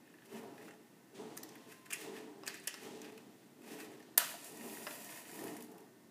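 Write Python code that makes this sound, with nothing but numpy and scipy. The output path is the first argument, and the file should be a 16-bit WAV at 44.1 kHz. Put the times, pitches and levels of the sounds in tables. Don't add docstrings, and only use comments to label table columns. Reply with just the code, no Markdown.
import sys
import numpy as np
from scipy import signal
from scipy.fft import rfft, irfft
from scipy.io import wavfile
from scipy.ndimage import uniform_filter1d

SR = 44100
rng = np.random.default_rng(int(sys.argv[2]) if len(sys.argv) > 2 else 0)


def generate_wav(sig):
    pcm = np.round(np.clip(np.atleast_2d(sig).T, -1, 1) * 32767).astype(np.int16)
    wavfile.write(sys.argv[1], SR, pcm)


def amplitude_ratio(level_db):
    exponent = np.asarray(level_db, float) / 20
    return 10 ** exponent


N = 269362
T = np.arange(N) / SR
STEPS = T[::32]

# f/Hz, width/Hz, level/dB
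BOX_RINGS = [(1275, 101, -3.5), (1840, 450, 1.5), (2533, 410, -4)]
# t/s, gas level/dB
BURNING = [
    (4.2, -51),
    (4.27, -54.5),
    (4.39, -63),
    (4.56, -63),
    (4.64, -56),
    (4.82, -56.5),
    (5.2, -58),
    (5.48, -58.5),
    (5.66, -76),
]
# f/Hz, level/dB (per Hz)
GAS_HISS_COLOUR = [(2060, -32.5), (3500, -12), (6320, -7), (7160, -3), (7770, -6), (9840, -2),
                   (10700, -3.5), (14500, -1.5), (15500, -7)]


def level(x, db):
    return x * amplitude_ratio(db) / np.sqrt(np.mean(x ** 2))


def peak(x, db):
    return x * amplitude_ratio(db) / np.abs(x).max()


def band(x, hz, width_hz):
    return signal.lfilter(*signal.iirpeak(min(hz, 18000), hz / width_hz, fs=SR), x)


def coloured(x, points):
    hz, db = np.transpose(points)
    f = np.maximum(np.arange(N // 2 + 1) * SR / N, 1)
    gain = amplitude_ratio(np.interp(np.log(f), np.log(hz), db))
    return level(irfft(rfft(x) * gain, N), 0)


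def noise():
    return rng.standard_normal(N)


def grit(spread_db):
    return noise() * amplitude_ratio(spread_db * np.minimum(rng.exponential(size=N), 4))


def walk(rate):
    hold = int(SR / rate)
    held = np.repeat(rng.standard_normal(N // hold + 1), hold)
    return 1.24 * uniform_filter1d(uniform_filter1d(held, hold), hold)[:N]


def curve(rows, column):
    rows = np.array(rows)
    gain = np.zeros(N)
    on = slice(int(rows[0, 0] * SR), int(rows[-1, 0] * SR))
    gain[on] = amplitude_ratio(np.interp(T[on], rows[:, 0], rows[:, column]))
    return uniform_filter1d(gain, size=200)


def swells(rows, column):
    power = 0
    for row in rows:
        rise_share = 0.86
        away = np.maximum((row[0] - STEPS) / rise_share, STEPS - row[0])
        power = power + amplitude_ratio(row[column] - 20 * away / max(row[-1], .005)) ** 2
    return np.interp(T, STEPS, np.sqrt(power))


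def burst(ms, grains, rise=0.2):
    t_ms = np.arange(len(grains)) / SR * 1000
    ms = max(ms, .3)
    return grains * np.minimum(t_ms / (rise * ms), 1) * np.exp(-t_ms / ms)


def add(out, s, x):
    i = int(s * SR)
    out[i:i + len(x)] += x[:N - i]


def slosh():
    # crest t/s, level/dB, time to rise 20 dB/s, time until it settles/s
    swings = [
        (0.35, -48, 0.09, 0.3),
        (0.596, -53, .2, .12),
        (1.203, -47.5, 0.1, .4),
        (1.663, -58.5, -0.4, 0.024),
        (2.07, -48.5, 0.22, 0.56),
        (2.862, -48.5, 0.12, 0.46),
        (3.743, -50.5, 0.26, 0.58),
        (4.65, -50.5, 0.43, 0.53),
        (5.43, -46, 0.2, 0.12),
        (5.72, -54, .3, .08),
    ]
    surges = []
    for s, top_db, rise, length in swings:
        before, after = np.maximum(s - STEPS, 0), np.maximum(STEPS - s, 0)
        settling = np.maximum(STEPS - s - length, 0)
        surges.append(top_db - 20 / max(rise, .02) * before - 26.5 * after - 51 * settling)
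    still_db = -67
    return np.interp(T, STEPS, amplitude_ratio(np.maximum(np.max(surges, axis=0), still_db)))


def washer():
    # f/Hz, level/dB (per Hz)
    slosh_colour = [(41, -62.5), (70, -32), (140, -7), (173, -6), (298, -1.5), (407, -6), (438, 1.5),
                    (493, -8), (827, -9), (1030, -13.5), (2400, -27.5), (3120, -56.5), (5280, -120)]
    # f/Hz, width/Hz, level/dB
    tub_rings = [(229.9, 23, -6), (303.8, 32, -4), (390.9, 11, -5), (435.4, 10, -6), (552, 14.9, -24.5),
                 (687.6, 35, -13), (822, 19, -14), (942, 34, -15.5)]
    # t/s, level/dB, rise/s, decay/s
    sprays = [
        (.27, -57.5, 0.28, 0.19),
        (1.14, -58.5, 0.014, 0.33),
        (1.97, -55.5, 0.019, 0.2),
        (2.79, -59, 0.045, 0.3),
        (3.62, -62, 0.11, 0.35),
        (4.52, -77, .05, 0.16),
        (5.36, -64, 0.037, 0.17),
    ]
    # f/Hz, level/dB (per Hz)
    spray_colour = [(1060, -32.5), (1800, -4.5), (2720, -4.5), (3150, -3), (4810, -7.5), (8250, -9.5),
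                    (14400, -23), (15500, -20)]
    water = coloured(noise(), slosh_colour)
    for hz, width_hz, db in tub_rings:
        ring = band(band(noise(), hz, width_hz), hz, 4 * width_hz)
        water = water + amplitude_ratio(db + 2 * walk(6.3)) * level(ring, 0)
    turns = 0
    for s, db, rise, decay in sprays:
        fade = np.exp(-np.maximum(T - s, 0) / decay)
        turns = turns + amplitude_ratio(db) * np.clip((T - s) / rise, 0, 1) * fade
    spray = coloured(grit(spread_db=2.0), spray_colour) * amplitude_ratio(1.65 * walk(25.4))
    return slosh() * level(water, 0) + turns * spray


def motor_whine():
    # multiple of its rate, level/dB
    tones = [(5, -86), (6, -81.5), (7, -87.5), (9, -89.5)]
    motor_hz = 302
    turn = 2 * np.pi * np.cumsum(motor_hz * (1 + 0.00085 * walk(4))) / SR
    return sum(amplitude_ratio(db + 2 * walk(24)) * np.sqrt(2) * np.sin(round(k) * turn) for k, db in tones)


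def hush():
    # f/Hz, level/dB (per Hz)
    air_colour = [(12, -77), (20, -36), (74, -37.5), (112, -11.5), (238, -4.5), (352, -5), (439, -24),
                  (505, -15.5), (1160, -23.5), (1820, -25.5), (1980, -21.5), (2150, -28), (15500, -31.5)]
    return amplitude_ratio(-63) * coloured(noise(), air_colour) * amplitude_ratio(.5 * walk(3.08))


def rubbing():
    # firmest t/s, hiss level/dB, box body level/dB, time to fade 20 dB/s
    strokes = [(.08, -82, -70, 0.1), (.134, -81, -78, 1.1), (.258, -62.5, -67, 0.02),
               (.356, -59, -58, 0.13), (.575, -71, -72, 0.15), (.63, -65, -62.5, 0.05),
               (.655, -65, -66, .04), (.685, -66, -61.5, 0.03), (.74, -73, -66, 0), (1.55, -80, -75.5, 2.5),
               (1.69, -68, -75, .04), (1.71, -63, -62, 0.08), (1.726, -61, -65, .04), (1.76, -69, -70, 0.1),
               (1.862, -59.5, -63, 0.02), (1.96, -56.5, -56.5, 0.07), (2.016, -54.5, -56, 0.08),
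               (2.165, -62.5, -57.5, 0.12), (1.908, -56, -52, .008), (1.912, -48, -50, .012),
               (1.92, -65, -69, 0.05), (2.461, -55, -61, -0.05), (2.492, -65, -53, 0.05),
               (2.5, -63, -55.5, 0.1), (2.547, -60, -56, 0.05), (2.57, -63, -59.5, .1),
               (2.64, -63, -60, 0.05), (2.7, -69, -56, 0.08), (2.755, -64, -56.5, 0.08),
               (2.839, -60, -58.5, 0.13), (3.055, -67.5, -60, 0.15), (3.123, -58, -64, -0.01),
               (3.18, -62, -58, 0.01), (3.43, -76, -68, 0), (3.62, -59.5, -61, -0.06),
               (3.68, -64, -63.5, 0.13), (3.73, -56.5, -59.5, 0.09), (3.805, -54.5, -53, 0.05),
               (3.85, -63.5, -62.5, .1), (3.93, -68, -64.5, .1), (4.0, -75, -62, -0.04),
               (5.724, -73, -76, 0.43)]
    # f/Hz, level/dB (per Hz)
    rub_colour = [(1760, -32), (3000, -10), (5310, -0.5), (6660, -0.5), (10600, 0.5), (14700, -2.5),
                  (15500, -4.5)]
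    grains = grit(spread_db=2.5) * amplitude_ratio(1.7 * walk(140))
    body = level(sum(amplitude_ratio(db) * band(grains, hz, w) for hz, w, db in BOX_RINGS), 0)
    hiss = coloured(grains, rub_colour)
    return swells(strokes, column=1) * hiss + swells(strokes, column=2) * body


def ticks():
    # t/s, crack level/dB, crack f/Hz, body level/dB
    taps = [(0.0737, -60, 9500, -57), (0.1389, -57, 9600, -52.5), (0.185, -66, 5000, -54),
            (0.222, -66, 5000, -54), (0.627, -58, 5300, -59), (0.6697, -56, 4300, -64),
            (0.7086, -51, 7100, -47.5), (0.737, -60, 7040, -55), (1.49, -44.5, 6000, -61),
            (1.5204, -54, 5150, -54), (1.5547, -48, 11600, -49.5), (1.5803, -60, 5300, -64),
            (1.6234, -61.5, 5300, -64.5), (1.865, -53, 7880, -49), (2.5428, -40.5, 7000, -43),
            (2.555, -44, 4600, -55), (2.599, -45, 8500, -59.5), (2.6405, -46, 7800, -66),
            (3.788, -52, 10000, -46), (3.811, -49, 4970, -46), (3.918, -54, 9000, -58),
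            (4.003, -55, 5400, -52), (4.0265, -53, 5570, -55), (3.996, -57, 11000, -64)]
    # t/s, crack level/dB, crack f/Hz, body level/dB, body
    # f/Hz
    louder_taps = [(0.682, -60, 6500, -46, 1360), (.688, -57, 5000, -51, 1900), (.612, -64, 5000, -50, 1900),
                   (1.3695, -37, 9510, -47, 1200), (1.3743, -30, 11400, -46, 1970),
                   (1.3756, -33, 6150, -54, 1880), (1.3851, -43, 12000, -70, 1900),
                   (1.4317, -37, 5660, -53, 1200), (1.4344, -29.5, 11800, -48, 1930),
                   (1.9062, -35, 7000, -38, 2480), (1.9105, -39, 7500, -45, 2420), (1.913, -50, 7000, -42, 1820),
                   (1.925, -41, 6900, -33, 2630), (1.9275, -30, 7150, -33, 2620), (1.9308, -30, 9000, -40, 2500),
                   (1.9318, -22, 9500, -38, 2300), (1.9355, -26, 6900, -33, 2450), (1.9395, -39, 5500, -39, 2420),
                   (1.944, -44, 5470, -42, 1920), (2.4657, -32, 6900, -42, 2500), (2.4735, -37, 7800, -36, 2300),
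                   (2.4772, -27, 7200, -36, 1770), (2.4787, -27.5, 5300, -38, 1600),
                   (2.4835, -34, 5400, -48, 1590), (2.673, -23.5, 10300, -39, 2780),
                   (2.6762, -19.5, 6800, -33.5, 1850), (2.6805, -36, 7090, -31, 2800),
                   (2.7417, -33, 5300, -43, 2800), (3.0172, -39, 6000, -48, 2620), (3.045, -46, 4200, -45, 2640),
                   (3.052, -49, 4000, -55, 2700), (3.062, -48, 4100, -62, 2700), (3.1775, -48, 4300, -48.5, 2480),
                   (1.7245, -51, 11000, -50, 1620), (.58, -58, 5460, -50, 1850), (4.868, -44, 4300, -35, 1150),
                   (4.873, -48, 3000, -37, 1700), (2.52, -50, 5400, -52, 2700), (2.575, -52, 7500, -52, 2600),
                   (2.695, -48, 6500, -44, 1750), (2.708, -52, 5000, -46, 2800), (3.128, -54, 4500, -58, 2600)]
    out, grains = np.zeros(N), level(grit(spread_db=3.5), 0)
    hits = [(*row, 1840, 3.2) for row in taps] + [(*row, 2.2) for row in louder_taps]
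    for s, crack_db, crack_hz, body_db, body_hz, ms in hits:
        rattle = burst(ms, grains[int(s * SR):][:1500])
        hit = rattle + 10 / ms * signal.unit_impulse(1500, idx=30)
        crack = band(band(hit, crack_hz, .3 * crack_hz), crack_hz, .9 * crack_hz)
        crack = crack + .35 * band(band(hit, 7400, 12000), 7400, 12000)
        hollow = sum(amplitude_ratio(db) * band(hit, hz, w) for hz, w, db in BOX_RINGS)
        ring = band(hit, body_hz, .11 * body_hz) + .4 * hollow
        body = band(ring, body_hz, body_hz)
        add(out, s - .0005, peak(crack, crack_db) + peak(body, body_db))
    return out


def horn():
    # t/s, f/Hz, level/dB
    glide = [
        (1.28, 1084, -84.5),
        (1.5, 1060, -73),
        (1.7, 1047, -73),
        (1.88, 1030, -71),
        (1.93, 1045, -82),
    ]
    hz = np.interp(T, *np.transpose(glide)[:2])
    tone = np.sqrt(2) * np.sin(2 * np.pi * np.cumsum(hz) / SR)
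    return curve(glide, 2) * amplitude_ratio(1.6 * walk(14.8)) * tone


def knocks():
    # t/s, peak level/dB, treble slope/dB per octave
    taps = [
        (2.4352, -36, 1),
        (2.478, -42, -5),
        (2.677, -41, -5),
        (2.7415, -37, 1),
        (4.8686, -29, 0),
        (4.8716, -30, 0),
        (4.8765, -35, -4),
    ]
    # f/Hz, level/dB, time to fade 60 dB/s
    tones = [(596, -5, .03), (950, -3, .025), (1124, -1, .05), (1354, -2, .03), (2000, -4, .012),
             (2780, -1, .018), (3830, -4, .008), (5060, -3, .01)]
    out, t = np.zeros(N), T[:SR // 10]
    for s, peak_db, slope in taps:
        rings = np.zeros(len(t))
        for hz, db, t60 in tones:
            tone_db = db + slope * np.log2(hz / 1000) + 2 * rng.standard_normal()
            rings += amplitude_ratio(tone_db - 60 * t / t60) * np.sin(2 * np.pi * hz * t)
        add(out, s, peak(rings, peak_db))
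    return out


def strike():
    moments = [4.17642, 4.1779, 4.17934, 4.18005, 4.18275, 4.1842]
    # peak level/dB, ring f/Hz, thump level/dB, sign of the pulse
    blasts = [
        (-8, 12500, -19, 1),
        (-16, 13000, -32, 1),
        (.5, 11500, -20, 1),
        (-8, 10500, -30, -1),
        (-9.5, 11000, -26, 1),
        (-16, 12000, -29, -1),
    ]
    # f/Hz, width/Hz, level/dB
    thump_rings = [(300, 111, -14.5), (624, 71, -18), (983, 85, -6), (1263, 18, -12.5), (1370, 50, -9),
                   (2800, 550, -9), (1750, 245, 3), (1480, 990, -7), (4570, 210, -5)]
    out = np.zeros(N)
    for s, (db, hz, thump_db, sign) in zip(moments, blasts):
        chatter = burst(.8, rng.standard_normal(6000))
        hit = sign * signal.unit_impulse(6000) + .14 * chatter
        crack = band(hit, hz, .55 * hz) + .15 * hit
        thump = sum(amplitude_ratio(g_db) * level(band(hit, f_hz, w), 0) for f_hz, w, g_db in thump_rings)
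        add(out, s, peak(crack, db) + peak(thump, thump_db))
    return out


def rush():
    # start t/s, level/dB, decay/s
    puff = (4.181, -37, 0.042)
    # f/Hz, level/dB (per Hz)
    puff_colour = [(290, -49.5), (500, -18.5), (754, -20.5), (1300, -3), (1910, -8.5), (2110, -14.5),
                   (2750, -7), (5290, -15), (9000, -14.5), (11700, -40), (19800, -120)]
    s, db, decay = puff
    gas = coloured(grit(spread_db=2.5), puff_colour) * amplitude_ratio(db + 2.8 * walk(120))
    return gas * (T > s) * np.exp(-np.maximum(T - s, 0) / decay)


def follow(db, slope):
    full_burn_db = -56.5
    return amplitude_ratio(db) * (np.abs(curve(BURNING, 1)) / amplitude_ratio(full_burn_db)) ** slope


def flame():
    # t/s, hiss level/dB, time to fade 20 dB/s
    jets = [
        (4.203, -47, -0.03),
        (4.25, -52, 0.03),
        (4.31, -56.5, 0.01),
        (4.445, -50, -0.08),
        (4.475, -58.5, 0.2),
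        (4.522, -52, 0),
        (4.574, -51, -0.07),
        (5.315, -51, -0.1),
        (5.568, -68, 0.1),
        (5.622, -69.5, 0.16),
    ]
    # f/Hz, width/Hz, level/dB
    roar_rings = [(635, 150, 0), (950, 120, 0), (1350, 270, -9), (1850, 110, 0), (2200, 500, -7),
                  (2550, 300, -3.5), (2920, 400, -4), (3600, 1100, -9), (4600, 360, -9)]
    flutter = amplitude_ratio(2.0 * walk(40))
    gas, spurts = curve(BURNING, 1), swells(jets, column=1)
    hiss = coloured(grit(spread_db=4.0), GAS_HISS_COLOUR)
    low = signal.sosfiltfilt(signal.butter(4, 11200, fs=SR, output="sos"), hiss)
    grains, roar = grit(spread_db=4.5), 0
    for k, (hz, width_hz, db) in enumerate(roar_rings):
        ring = band(np.roll(grains, 5000 * k), hz, width_hz)
        roar = roar + amplitude_ratio(db + 1.5 * walk(20)) * level(ring, 0)
    low_part = np.hypot(gas, spurts) * level(low, 0)
    top_part = np.hypot(follow(db=-57, slope=1.6), .6 * spurts) * level(hiss - low, 0)
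    return flutter * (low_part + top_part + follow(db=-57.5, slope=0.69) * level(roar, 0))


def rumble():
    air = band(band(noise(), 218, 110), 218, 218)
    return follow(db=-65.5, slope=0.69) * level(air, 0)


def pops():
    # t/s, peak level/dB, f/Hz
    puffs = [
        (4.203, -34, 1500),
        (4.2169, -30.5, 1340),
        (4.249, -36.5, 1350),
        (4.272, -36.5, 1380),
        (4.2915, -39, 2800),
        (4.316, -38, 1780),
        (4.3412, -42.5, 704),
        (4.3422, -44, 1470),
    ]
    out = np.zeros(N)
    for s, db, hz in puffs:
        pulse = band(signal.unit_impulse(900), hz, .25 * hz)
        add(out, s, peak(band(pulse, hz, hz), db))
    return out


def sputters():
    # t/s, peak level/dB, f/Hz
    wet = [(4.6104, -49, 1810), (4.698, -47, 2960), (4.7501, -47, 2550), (4.7714, -44, 1780),
           (4.8204, -47, 2650), (4.91, -40, 1890), (5.0923, -44, 1890), (5.123, -45, 1890),
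           (5.1584, -50, 1830), (5.1736, -43, 1830), (5.254, -45.5, 1890), (5.2949, -44, 1780),
           (5.3587, -51, 1870), (5.3906, -42.5, 1800), (5.4385, -48, 1800), (5.468, -45, 1840),
           (5.4804, -48, 2750), (5.5194, -58, 1710), (5.5674, -47, 1890), (5.6064, -54, 3200),
           (5.6101, -51, 2550), (5.6224, -54, 1790), (5.7204, -61, 1900), (5.7813, -56, 2830),
           (5.8047, -58, 1880)]
    # t/s, peak level/dB
    dry_spits = [(5.0454, -37), (5.3576, -42), (5.3924, -36), (5.4074, -45), (5.44, -35.5), (5.4738, -38.5),
                 (5.481, -43), (5.5383, -42.5), (5.567, -38), (5.5717, -42), (5.6067, -42), (5.624, -35.5),
                 (5.6374, -48), (5.646, -46), (5.6694, -54), (5.7164, -50), (5.7224, -58), (5.7474, -58),
                 (5.7817, -47), (5.8056, -48)]
    out, ms = np.zeros(N), 3.3
    hiss, grains = coloured(grit(spread_db=4.0), GAS_HISS_COLOUR), grit(spread_db=4.5)
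    for s, db, hz in wet:
        spit = burst(ms, grains[int(s * SR):][:1500])
        add(out, s - .001, peak(band(spit, hz, .3 * hz), db - 0.5))
    for s, db in dry_spits:
        spit = burst(ms, hiss[int(s * SR):][:1500])
        add(out, s - .001, peak(spit, db - 0.5))
    return out


def room(x):
    # f/Hz, time to fade 60 dB/s, level/dB
    echo_bands = [(680, 0.14, -15), (1770, 0.19, -14), (3680, 0.65, -13.5), (7100, 0.11, -17.5),
                  (12560, 0.099, -13)]
    t, tail = T[:SR // 2], 0
    for hz, t60, db in echo_bands:
        fading = band(rng.standard_normal(len(t)), hz, hz) * amplitude_ratio(-60 * t / t60)
        tail = tail + amplitude_ratio(db) * level(fading, 0)
    echoes = tail * np.clip(t / 0.0013, 0, 1) / np.sqrt(len(t))
    table_ms = 0.4
    echoes[int(table_ms * SR / 1000)] += 0.071
    return x + signal.fftconvolve(x, echoes)[:N]


def scene():
    near = rubbing() + ticks() + knocks() + strike() + rush() + flame() + pops() + sputters()
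    near = signal.sosfilt(signal.butter(3, 220, "high", fs=SR, output="sos"), near)
    return (room(near) + washer() + motor_whine() + hush() + horn() + rumble())[None]


def top_cut(x):
    return signal.sosfilt(signal.butter(12, 16520, fs=SR, output="sos"), x)


def record(dry):
    top_hz = 15380
    mix = signal.sosfilt(signal.ellip(8, .2, 39, top_hz, fs=SR, output="sos"), dry)
    return top_cut(mix)


dry = scene()
out = record(dry)
generate_wav(out)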